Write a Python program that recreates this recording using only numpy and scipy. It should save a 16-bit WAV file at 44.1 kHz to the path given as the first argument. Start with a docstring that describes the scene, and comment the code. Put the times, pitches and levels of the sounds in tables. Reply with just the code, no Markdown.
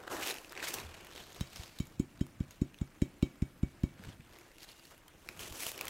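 """Dry crumbled leaves slide out of a glass jar onto baking paper on a tray: banded noise in surges, short snaps.
A palm slaps the jar thirteen times: a smooth pressure pulse with low resonances, a faint modal glass ring.
The jar is put aside and hands spread the heap: later surges, snaps and low tray notes.
Behind: faint whistles, a gliding squeak, short echoes and the coloured noise of a quiet kitchen."""
import sys
import numpy as np
from scipy import signal
from scipy.fft import rfft, irfft, next_fast_len
from scipy.io import wavfile
from scipy.ndimage import uniform_filter1d, map_coordinates

SR = 44100
rng = np.random.default_rng(int(sys.argv[2]) if len(sys.argv) > 2 else 0)


def wrap_up_sound(samples):
    """Save the sound to the file named by the first command line argument, as 16-bit audio."""
    columns = np.atleast_2d(samples).T
    # keep every value between -1 and 1, then stretch to whole-number steps
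    tamed = np.clip(columns, -1, 1)
    steps = np.round(tamed * 32767).astype(np.int16)
    wavfile.write(sys.argv[1], SR, steps)


N = 259749


def amp(db):
    """Decibels to linear gain."""
    return 10 ** (np.asarray(db) / 20)


def unit(x):
    """x scaled to rms 1."""
    return x / np.sqrt(np.mean(x ** 2) + 1e-20)


def filtered(x, response):
    """x multiplied in the spectrum by response(hz)."""
    fft_len = next_fast_len(N + SR // 2)
    spectrum = rfft(x, fft_len) * response(np.fft.rfftfreq(fft_len, 1 / SR))
    return irfft(spectrum, fft_len)[..., :N]


def along(points, hz):
    """(hz, value) points interpolated on a log frequency axis."""
    point_hz, value = np.transpose(points)
    return np.interp(np.log(hz + 1), np.log(point_hz + 1), value)


def coloured(x, spectrum):
    """x shaped by a spectrum that is closed outside its end points, rms 1."""
    def response(hz):
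        inside = (hz > spectrum[0][0]) & (hz < spectrum[-1][0])
        return amp(along(spectrum, hz)) * inside
    return unit(filtered(x, response))


def patchy(patchy_db):
    """White noise with random gain in short time-frequency patches."""
    z = signal.stft(rng.standard_normal(N + 256), nperseg=256)[2]
    field = uniform_filter1d(rng.standard_normal(z.shape), 5, 0)
    field = uniform_filter1d(field, 6, 1)
    return signal.istft(z * amp(patchy_db * unit(field)), nperseg=256)[1][:N]


def add(out, start_s, sound):
    """Mix sound into out at start_s."""
    i = round(start_s * SR)
    out[i:i + len(sound)] += sound


# surges of sliding leaves: start_s, rise_s, hold_s, fall_s, pitch_hz, crackle_db, paper_db, hiss_db
LEAF_SURGES = [(0.032, 0.12, 0.018, 0.043, 1600, -61, -46.5, -71),
               (0.072, 0.0065, 0.004, 0.024, 1630, -49.5, -39.5, -60),
               (0.112, 0.02, 0.032, 0.32, 1400, -44.5, -35.5, -48.5),
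               (0.24, 0.04, 0.077, 0.02, 2850, -39, -48.5, -43.5),
               (0.352, .05, 0.0017, 0.33, 2760, -56, -69, -56.5),
               (0.587, 0.16, 0.033, .05, 2130, -51, -46, -70),
               (0.633, 0.027, 0.013, 0.13, 1730, -38.5, -49.5, -46.5),
               (0.684, 0.017, .003, 0.036, 2660, -41, -43.5, -38.5),
               (0.739, 0.01, 0.0024, 0.041, 5500, -49, -45, -39.5),
               (0.781, 0.15, 0.016, 0.087, 2410, -46.5, -41, -50.5),
               (0.84, 0.12, 0.2, 0.67, 2700, -58, -52.5, -67.5),
               (1.195, 0.15, 0.011, .1, 3770, -50, -53, -58.5),
               (1.35, 0.26, 0.033, 0.073, 5570, -58, -55, -63.5),
               (1.567, 0.18, 0.05, 0.25, 4860, -51.5, -55.5, -57.5),
               (1.816, 0.16, 0.052, 0.31, 5000, -73, -65, -69.5),
               (2.508, .01, .01, 0.069, 4500, -58.5, -73, -64),
               (4.033, .1, 0.088, 0.045, 1600, -57, -53.5, -68.5),
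               (4.308, 0.067, .16, 0.15, 1580, -63.5, -61.5, -72),
               (4.64, 0.079, 0.0073, 0.022, 4650, -52, -68, -57),
               (4.682, 0.017, 0.01, 0.12, 4300, -55, -70, -62),
               (4.854, .3, .06, 0.12, 4500, -65.5, -87, -64),
               (4.915, 0.0085, .003, 0.045, 1500, -69, -51.5, -84),
               (5.297, .2, 0.05, 0.21, 2420, -62, -54, -63),
               (5.404, 0.028, .07, 0.076, 3100, -49, -49, -49.5),
               (5.537, 0.044, 0.032, 0.25, 3000, -55, -47, -53),
               (5.622, 0.12, 0.067, 0.077, 2800, -44, -51.5, -41.5),
               (5.777, 0.11, 0.2, .1, 2600, -52, -47.5, -58)]
# steady crumbs: crackle_db, paper_db, hiss_db
TRICKLE_LEVELS_DB = [-72.5, -65.5, -79.5]
SURGE_DB, TRICKLE_HZ = 20, 2600  # level change over rise_s or fall_s; trickle pitch


def flow():
    """Gains of crackle, paper and hiss, and crunch pitch: surge powers add to a steady trickle."""
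    t = np.arange(N) / SR
    power = np.ones((3, N)) * amp(TRICKLE_LEVELS_DB)[:, None] ** 2
    log_pitch = power[0] * np.log(TRICKLE_HZ)
    for start_s, rise_s, hold_s, fall_s, pitch_hz, *level_db in LEAF_SURGES:
        before = (start_s - t) / max(rise_s, .002)
        after = (t - start_s - hold_s) / max(fall_s, .002)
        below = np.maximum(np.maximum(before, after), 0)
        surge = (amp(level_db)[:, None] * amp(-SURGE_DB * below)) ** 2
        power = power + surge
        log_pitch = log_pitch + surge[0] * np.log(pitch_hz)
    return np.sqrt(power), np.exp(log_pitch / power[0])  # pitch weighted by crackle power


def grit(per_s, spread_db, length_ms):
    """Tiny landings at random moments: each a gain jump that decays exponentially."""
    size_db = np.minimum(spread_db * rng.exponential(size=N), 3 * spread_db)
    hits = amp(size_db) * (rng.random(N) < per_s / SR)
    return unit(signal.lfilter([1], [1, -np.exp(-1000 / SR / length_ms)], hits))


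CRUNCH_DB, CRUNCH_LOG_WIDTH = 4, 0.26


def crunchy(x, pitch_hz):
    """Broad resonance that follows pitch_hz, rms 1."""
    hz, t, z = signal.stft(x, SR, nperseg=256)
    centre_hz = np.interp(t, np.arange(N) / SR, pitch_hz)
    away = np.log((hz[:, None] + 1) / centre_hz) / CRUNCH_LOG_WIDTH
    return unit(signal.istft(z * amp(CRUNCH_DB * np.exp(-away ** 2)), SR, nperseg=256)[1][:N])


# leaf crackle spectrum: freq_hz, level_db_per_hz
CRACKLE_SPECTRUM = [(420, -11), (650, -5), (1000, -8), (1640, -8), (1790, -6), (2580, -3.5), (3470, -6.5),
                    (3850, -7), (6500, -13), (8450, -15), (14300, -120)]
# paper scrape spectrum: freq_hz, level_db_per_hz
PAPER_SPECTRUM = [(120, -50), (200, -14), (350, -1), (500, -4.5), (900, -8.5), (1700, -10.5), (2300, -24),
                  (3700, -90)]
# leaf hiss spectrum: freq_hz, level_db_per_hz
HISS_SPECTRUM = [(2350, -12), (4000, -8), (5120, -4.5), (6370, -2), (8640, -6), (10600, -5.5),
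                 (13700, -6.5), (15800, -14.5)]
# tray rumble spectrum: freq_hz, level_db_per_hz
RUMBLE_SPECTRUM = [(20, -14), (45, -4), (80, 4), (150, -1), (260, -6.5), (400, -21)]
# tray rumble envelope: time_s, level_db
TRAY_RUMBLE = [(0, -65), (.2, -59), (.45, -79), (.7, -60.5), (.785, -55), (.95, -68), (1.4, -60),
               (1.75, -65), (2.0, -62), (3.1, -69), (3.94, -61.5), (4.03, -57), (4.082, -46.5),
               (4.15, -57.5), (4.6, -80), (5.15, -68), (5.32, -61), (5.51, -54), (5.57, -63.5), (5.73, -70),
               (5.89, -62)]


def rustle(gains, pitch_hz):
    """Leaf crumbs rain and scrape: patchy noise kicked by grit in leaf and paper bands; the tray rumbles."""
    crackle, paper, hiss = gains
    rumble = amp(np.interp(np.arange(N) / SR, *np.transpose(TRAY_RUMBLE)))
    sparse = 1 / (1 + hiss / amp(-52.5))  # thick flow merges single crumbs into a rush
    crumbs = sparse * grit(per_s=220, spread_db=6.5, length_ms=1.0)  # shared by all leaf bands
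    # slow random gain, one knot per 400 samples
    clumps = amp(1.64 * map_coordinates(rng.standard_normal(N // 400 + 4), [np.arange(N) / 400]))
    out = crackle * crunchy(coloured(patchy(1.64), CRACKLE_SPECTRUM), pitch_hz) * (0.66 + 0.39 * crumbs)
    out += hiss * coloured(patchy(1.0), HISS_SPECTRUM) * (0.67 + 0.47 * crumbs)
    softened = uniform_filter1d(crumbs, size=60)
    out += paper * coloured(patchy(1.02), PAPER_SPECTRUM) * (0.46 + 0.14 * softened)
    return clumps * out + rumble * coloured(patchy(2.), RUMBLE_SPECTRUM)


SMALL_OVER_DB, SMALL_SPREAD_DB = 7.5, 6  # relative to the crackle gain
SMALL_HZ, SMALL_TREBLE_DB, SMALL_MS = 2600, -37, 4.8  # median pitch, relative noise, length scale


def small_snaps(crackle, count):
    """Lesser snaps at random moments, their level tied to the crackle around them."""
    start_s = rng.uniform(0, N / SR - .01, count)
    size = rng.exponential(size=count)
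    pitch_hz = SMALL_HZ * np.exp(.4 * rng.standard_normal(count))
    level_db = 20 * np.log10(crackle[(start_s * SR).astype(int)])
    level_db += SMALL_OVER_DB + SMALL_SPREAD_DB * (np.minimum(size, 3) - 1)
    return [(s, db, hz, SMALL_TREBLE_DB, SMALL_MS) for s, db, hz in zip(start_s, level_db, pitch_hz)]


# clearest leaf and paper snaps: start_s, level_db, pitch_hz, treble_db (relative), length_ms (scale)
CLEAR_SNAPS = [(0.029, -42, 1640, -24, 2.9), (0.0779, -25.5, 1590, -35, 3.5), (0.1037, -31, 1210, -28, 2.9),
               (0.2097, -32, 2950, -19, 3.1), (0.2272, -27, 2980, -14.5, 2), (0.2732, -28, 2800, -10, 3.3),
               (0.2822, -22.5, 3200, -27, 3), (0.2984, -25, 2430, -22, 3.8),
               (0.3077, -24.5, 2100, -22, 1.7), (0.342, -31, 2660, -12, 2.3),
               (0.3632, -28, 2790, -33.5, 1.4), (0.384, -33, 2870, -16, 2.7), (0.4463, -35, 2780, -27, 2.7),
               (0.4944, -38, 4900, -26, 3.1), (0.5086, -43.5, 1640, -18, 2.3),
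               (0.5224, -33.5, 1240, -13, 2.2), (0.53, -29.5, 1870, -40, 1.8), (0.552, -35, 2470, -31, 2.3),
               (0.5756, -25, 2010, -44, 2.9), (0.5966, -29, 1960, -28, 2.3), (0.6272, -22, 1550, -29, 3),
               (0.679, -39, 2300, -16, 2.8), (0.741, -19.5, 5800, -17, 1.7), (0.785, -30, 2600, -22, 3.9),
               (1.0465, -42, 2280, -13, 4.3), (1.0685, -39, 2900, -17, 3.3),
               (1.1342, -34.5, 4150, -31, 1.1), (1.3294, -36, 6500, -28, 1.1),
               (1.3465, -37.5, 3830, -17, 1.7), (1.5595, -30.5, 5370, -33, 2.7),
               (1.7868, -38, 3950, -16.5, 6.9), (1.8544, -51, 2440, -7, 2.6), (1.87, -42.5, 6860, -16, 2.1),
               (2.1932, -48, 3920, -20, 3.7), (2.2665, -46.5, 1300, -8, 2.3),
               (2.5085, -37.5, 6800, -17, 2.5), (2.7437, -37.5, 2680, -25, 2.6),
               (2.787, -40.5, 3100, -28, 2.7), (3.9943, -41, 1560, -32, 2.5), (4.0377, -34, 1720, -25, 2.7),
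               (4.09, -38, 3260, -31, 1.9), (4.125, -48, 3300, -29, 3.1), (4.2063, -44, 2260, -37, 3.3),
               (4.387, -42, 2300, -14, 2.1), (4.583, -39.5, 2700, -17, 2.4), (4.6307, -39, 4360, -16, 4),
               (4.6902, -42, 4220, -27, 2.8), (4.7172, -42, 4900, -19, 2.7), (4.795, -43.5, 4890, -31, 3.7),
               (4.8274, -47, 2840, -24, 1.9), (4.8534, -42.5, 4600, -17, 2.3),
               (4.9105, -47, 1530, -15, 1.6), (4.9787, -52.5, 2880, -6, 3.1), (5.0804, -45, 3150, -14, 5.9),
               (5.2883, -23.5, 2510, -23.5, 2.7), (5.3931, -28.5, 3260, -22, 2.5),
               (5.4055, -35, 2720, -17, 2.8), (5.5241, -35, 1160, -12, 3.1),
               (5.6052, -26.5, 7600, -15, 0.84), (5.6237, -39, 2540, -5, 5), (5.6336, -35, 3080, -4, 1.2),
               (5.6659, -25.5, 3090, -12.5, 2.8), (5.6916, -37.5, 3500, -4, 3.2),
               (5.7173, -38, 2750, -2, 1.8), (5.7774, -35.5, 2830, -10, 3.8), (5.7909, -30, 2270, -25, 2.9),
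               (5.8107, -20, 2740, -16, 2.6), (5.8539, -33.5, 2550, -9, 3), (5.8693, -29, 2550, -23, 3.5),
               (5.8804, -32.5, 3150, -9, 5.9)]


def snaps(crackle):
    """Each snap is a few cycles of an unsteady tone, stray partials and a spit of broad noise."""
    out, t = np.zeros(N + SR), np.arange(SR // 20) / SR
    for start_s, level_db, hz, treble_db, length_ms in list(CLEAR_SNAPS) + small_snaps(crackle, count=70):
        u = t * 1000 / max(length_ms, .5)
        fade = amp(level_db) * np.sqrt(u) * np.exp(-3.5 * u * u) * 1.075
        wander, spit = rng.standard_normal((2, len(t)))
        phase = 2 * np.pi * hz * t + .14 * np.cumsum(wander)
        ratio = np.array([.7, 1.3, 1.8, 2.6]) * rng.uniform(.85, 1.15, 4)
        ratio = ratio[:, None]
        stray = np.sum(np.sin(ratio * phase) * (ratio * hz < 15000), axis=0)
        tone = np.sin(phase) + 0.26 * stray
        add(out, start_s, fade * (tone + amp(treble_db + 13.0) * spit))
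    return out[:N]


# palm on jar: push_s, push_db, lean, glass_low_db, glass_middle_db, glass_high_db, skin_tick_db
PALM_SLAPS = [(1.4143, -26.5, 0.47, -64, -43.5, -42, -32), (1.6005, -39.5, 0.46, -57.5, -74, -60, -52),
              (1.806, -24.5, 0.35, -50.5, -48, -41.5, -43), (2.0014, -20.5, 0.35, -58, -55, -38, -43),
              (2.2152, -22, 0.75, -64, -49, -44.5, -43.5), (2.4095, -24.5, 0.75, -61.5, -60.5, -57, -49),
              (2.6208, -21, 0.97, -61, -54.5, -43, -47.5), (2.819, -25, 0.87, -60, -59, -48, -47),
              (3.024, -20.5, 1.26, -53, -46.5, -41, -38.5), (3.2314, -20, 1.4, -45.5, -44.5, -44, -37),
              (3.4266, -23.5, 1.37, -55, -58, -50, -44), (3.636, -23, 1.5, -52, -61, -50, -45.5),
              (3.8402, -22.5, 1.43, -54.5, -55, -48.5, -43)]
# glass modes: freq_hz, level_db (relative), t60_s, rise_ms
GLASS_MODES = [(2264, -1, .25, 4.), (2282, -8, .2, 2.5), (3138, -3, .085, 1.2), (3825, -1, .055, 1.2),
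               (5418, -8, .11, 1.2), (2842, -18, .06, 1.2), (4525, -12, .06, 1.2), (4963, -20, .05, 1.2),
               (6573, -14, .05, .8), (6864, -10, .06, .8), (7117, -12, .06, .8), (7547, -14, .05, .8),
               (7892, -13, .05, .8), (9286, -24, .05, .8), (10020, -20, .04, .8), (10480, -23, .06, .8),
               (11680, -26, .05, .8), (13750, -26, .05, .8)]
# jar air, tray and table resonances: freq_hz, signed_strength_per_s, t60_s
BOOM_MODES = [(78.6, -25, .16), (110, 36, .1), (141, 38, .2), (187, -22, .21), (244, 20, .19),
              (292, 396, .051), (356, 794, .052), (291, 8, .3), (345, 6, .4), (400, 6, .15)]
# table and tray rattle spectrum: freq_hz, level_db_per_hz
KNOCK_SPECTRUM = [(330, -2), (420, -17), (560, 11), (720, -9.5), (1100, -9.5), (1600, -17)]
# skin on glass spectrum: freq_hz, level_db_per_hz
TICK_SPECTRUM = [(400, 9), (900, 3.5), (2500, 8), (4500, -0.5), (7000, 1), (12000, -12), (17000, -2)]
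KNOCK_DB, KNOCK_DB_PER_S = -31.5, 3  # rattle re push; grows over time as the jar empties
PUSH_MS, SOFTER_MS_PER_DB, USUAL_PUSH_DB = 1.68, 0.08, -22.5  # a softer slap is slower
CONTACT_LEAD_S, KNOCK_LEAD_S = .0058, .003  # before the push centre


def slaps():
    """The palm sucks, pushes and rebounds; resonances boom, skin ticks and glass modes ring."""
    air, glass, skin, shake = np.zeros((4, N + SR))
    near_ms = np.arange(-441, 441) / SR * 1000
    t = np.arange(SR // 4) / SR
    for push_s, push_db, lean, low_db, middle_db, high_db, tick_db in PALM_SLAPS:
        width_ms = PUSH_MS + SOFTER_MS_PER_DB * (USUAL_PUSH_DB - push_db)
        u = near_ms / width_ms * np.where(near_ms < 0, 1.24, 1)
        push = (1 - u * u + lean * u) * np.exp(-u * u / 2)  # acceleration and speed of a smooth dent
        add(air, push_s - 441 / SR, amp(push_db) * push)
        for hz, mode_db, t60_s, rise_ms in GLASS_MODES:
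            # palm position sets the mode family levels
            family_db = low_db if hz < 2500 else middle_db if hz < 6000 else high_db
            decay = amp(family_db + mode_db + rng.normal(0, 1.5) - 60 * t / t60_s)
            rise = 1 - np.exp(-1000 * t / rise_ms)
            # the holding hand blurs each pitch
            shiver = hz / 4e5 * np.cumsum(rng.standard_normal(len(t)))
            add(glass, push_s - CONTACT_LEAD_S, decay * rise * np.sin(2 * np.pi * hz * t + shiver))
        tick_fade = amp(-60 * t / 0.0098) + 0.086 * amp(-60 * t / 0.34)
        add(skin, push_s - CONTACT_LEAD_S, amp(tick_db) * tick_fade)
        knock_db = push_db + KNOCK_DB + KNOCK_DB_PER_S * (push_s - PALM_SLAPS[0][0])
        add(shake, push_s - KNOCK_LEAD_S, amp(knock_db - 60 * t / 0.055) * (1 - np.exp(-t / 0.00031)))
    lag = np.arange(SR // 2) / SR
    boom = sum(strength / SR * amp(-60 * lag / t60_s) * np.cos(2 * np.pi * hz * lag)
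               for hz, strength, t60_s in BOOM_MODES)
    # the tray returns the push 7.6 ms later, inverted and duller
    back = filtered(air[:N], lambda hz: -np.exp(-2j * np.pi * hz * .0076 - (hz / 158) ** 2))
    knock = shake[:N] * coloured(rng.standard_normal(N), KNOCK_SPECTRUM)
    tick = skin[:N] * coloured(rng.standard_normal(N), TICK_SPECTRUM)
    thump = air[:N] + back + knock + signal.fftconvolve(air, boom)[:N]
    return thump, glass[:N] + tick


# tray nudges: start_s, level_db, pitch_hz, t60_s
TRAY_BUMPS = [(0.761, -35, 90, .05), (3.995, -34.5, 191, 0.062), (0.844, -38.5, 79, 0.27),
              (4.074, -61, 118, 0.094), (4.196, -24.5, 124, 0.025), (5.511, -23.5, 69.4, 0.034)]


def bumps():
    """The tray answers a nudge with one dull, decaying low note."""
    out, t = np.zeros(N + SR), np.arange(SR // 4) / SR
    for start_s, level_db, hz, t60_s in TRAY_BUMPS:
        fade = amp(level_db - 60 * t / t60_s) * (1 - np.exp(-t / 0.0095))
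        add(out, start_s, fade * np.sin(2 * np.pi * hz * t))
    return out[:N]


# sliding paper whistles: start_s, end_s, pitch_hz, width_hz, level_db
PAPER_WHISTLES = [(.84, 1.1, 2850, 140, -69), (4.52, 5.02, 2820, 110, -71), (4.37, 4.46, 345, 20, -67),
                  (5.575, 5.66, 10550, 120, -54)]


def whistles():
    """Sliding paper whistles: narrow noise bands that swell and fade."""
    out, t = np.zeros(N), np.arange(N) / SR
    for start_s, end_s, pitch_hz, width_hz, level_db in PAPER_WHISTLES:
        swell = np.sin(np.pi * np.clip((t - start_s) / (end_s - start_s), 0, 1)) ** .5
        band = filtered(rng.standard_normal(N), lambda hz: np.exp(-((hz - pitch_hz) / width_hz) ** 2))
        out += amp(level_db) * swell * unit(band)
    return out


# squeak glide: time_s, pitch_hz
SQUEAK_GLIDE = [(3.556, 11400), (3.572, 12200), (3.586, 12400), (3.605, 11500), (3.628, 10900)]


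def squeak():
    """A very faint high sine glide between two slaps."""
    t, (time_s, pitch_hz) = np.arange(N) / SR, np.transpose(SQUEAK_GLIDE)
    swell = np.sin(np.pi * np.clip((t - time_s[0]) / (time_s[-1] - time_s[0]), 0, 1)) ** .5
    return amp(-73) * swell * np.sin(2 * np.pi * np.cumsum(np.interp(t, time_s, pitch_hz)) / SR)


# kitchen reverberation: freq_hz, t60_s
ROOM_DECAY = [(300, 0.49), (700, 0.68), (3000, 0.26), (12000, 0.17)]


def room(x):
    """Kitchen echo: a noise tail in which each frequency decays at its own rate."""
    hz, t, z = signal.stft(rng.standard_normal(SR // 3), SR, nperseg=256)
    decay = amp(-60 * t / along(ROOM_DECAY, hz)[:, None])
    tail = signal.istft(z * decay, SR, nperseg=256)[1]
    delayed = np.pad(x, (200, 0))  # samples
    return signal.fftconvolve(delayed, tail / np.linalg.norm(tail))[:N]


# quiet kitchen spectrum: freq_hz, level_db_per_hz
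KITCHEN_SPECTRUM = [(13, -32), (22, 10.5), (64, -0.5), (235, -2.5), (335, 3), (396, -8.5), (582, -4.5),
                    (787, -8.5), (2060, -10), (2300, -12), (4710, -20.5), (7110, -20.5), (8620, -21),
                    (13800, -24), (15800, -27)]


def kitchen():
    """Quiet kitchen hum: patchy noise in a fixed, bass-heavy spectrum."""
    return amp(-63) * coloured(patchy(3.0), KITCHEN_SPECTRUM)


def scene():
    """Sum of all sources and echoes; the thump is a trace louder on the right."""
    thump, glass = slaps()
    gains, pitch_hz = flow()
    clicks = glass + snaps(gains[0])
    leaves = rustle(gains, pitch_hz)
    echo = amp(-13) * room(clicks)
    # deep bass gets little echo
    echo += amp(-18.5) * filtered(room(thump), lambda hz: 1 / (1 + (230 / (hz + 1)) ** 4))
    mid = thump + clicks + echo + leaves + bumps() + whistles() + squeak() + kitchen()
    return mid + 0.011 * thump * np.array([[-1], [1]])


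# faint stereo hiss spectrum: freq_hz, level_db_per_hz
SIDE_HISS_SPECTRUM = [(20, 1.5), (400, -9), (800, -13.5), (1400, -27), (2500, -31.5), (4500, -23.5),
                      (8000, -17.5), (15800, -15.5)]
SHELF_HZ, SHELF_DB, TOP_HZ = 15800, -32, 16688


def record(dry):
    """Adds faint hiss in opposite polarity left and right, drops the top treble, cuts all from TOP_HZ up."""
    hiss = amp(-79) * coloured(rng.standard_normal(N), SIDE_HISS_SPECTRUM) * np.array([[1], [-1]])
    return filtered(dry + hiss, lambda hz: (hz < TOP_HZ) * np.where(hz > SHELF_HZ, amp(SHELF_DB), 1))


dry = scene()
out = record(dry)
wrap_up_sound(out)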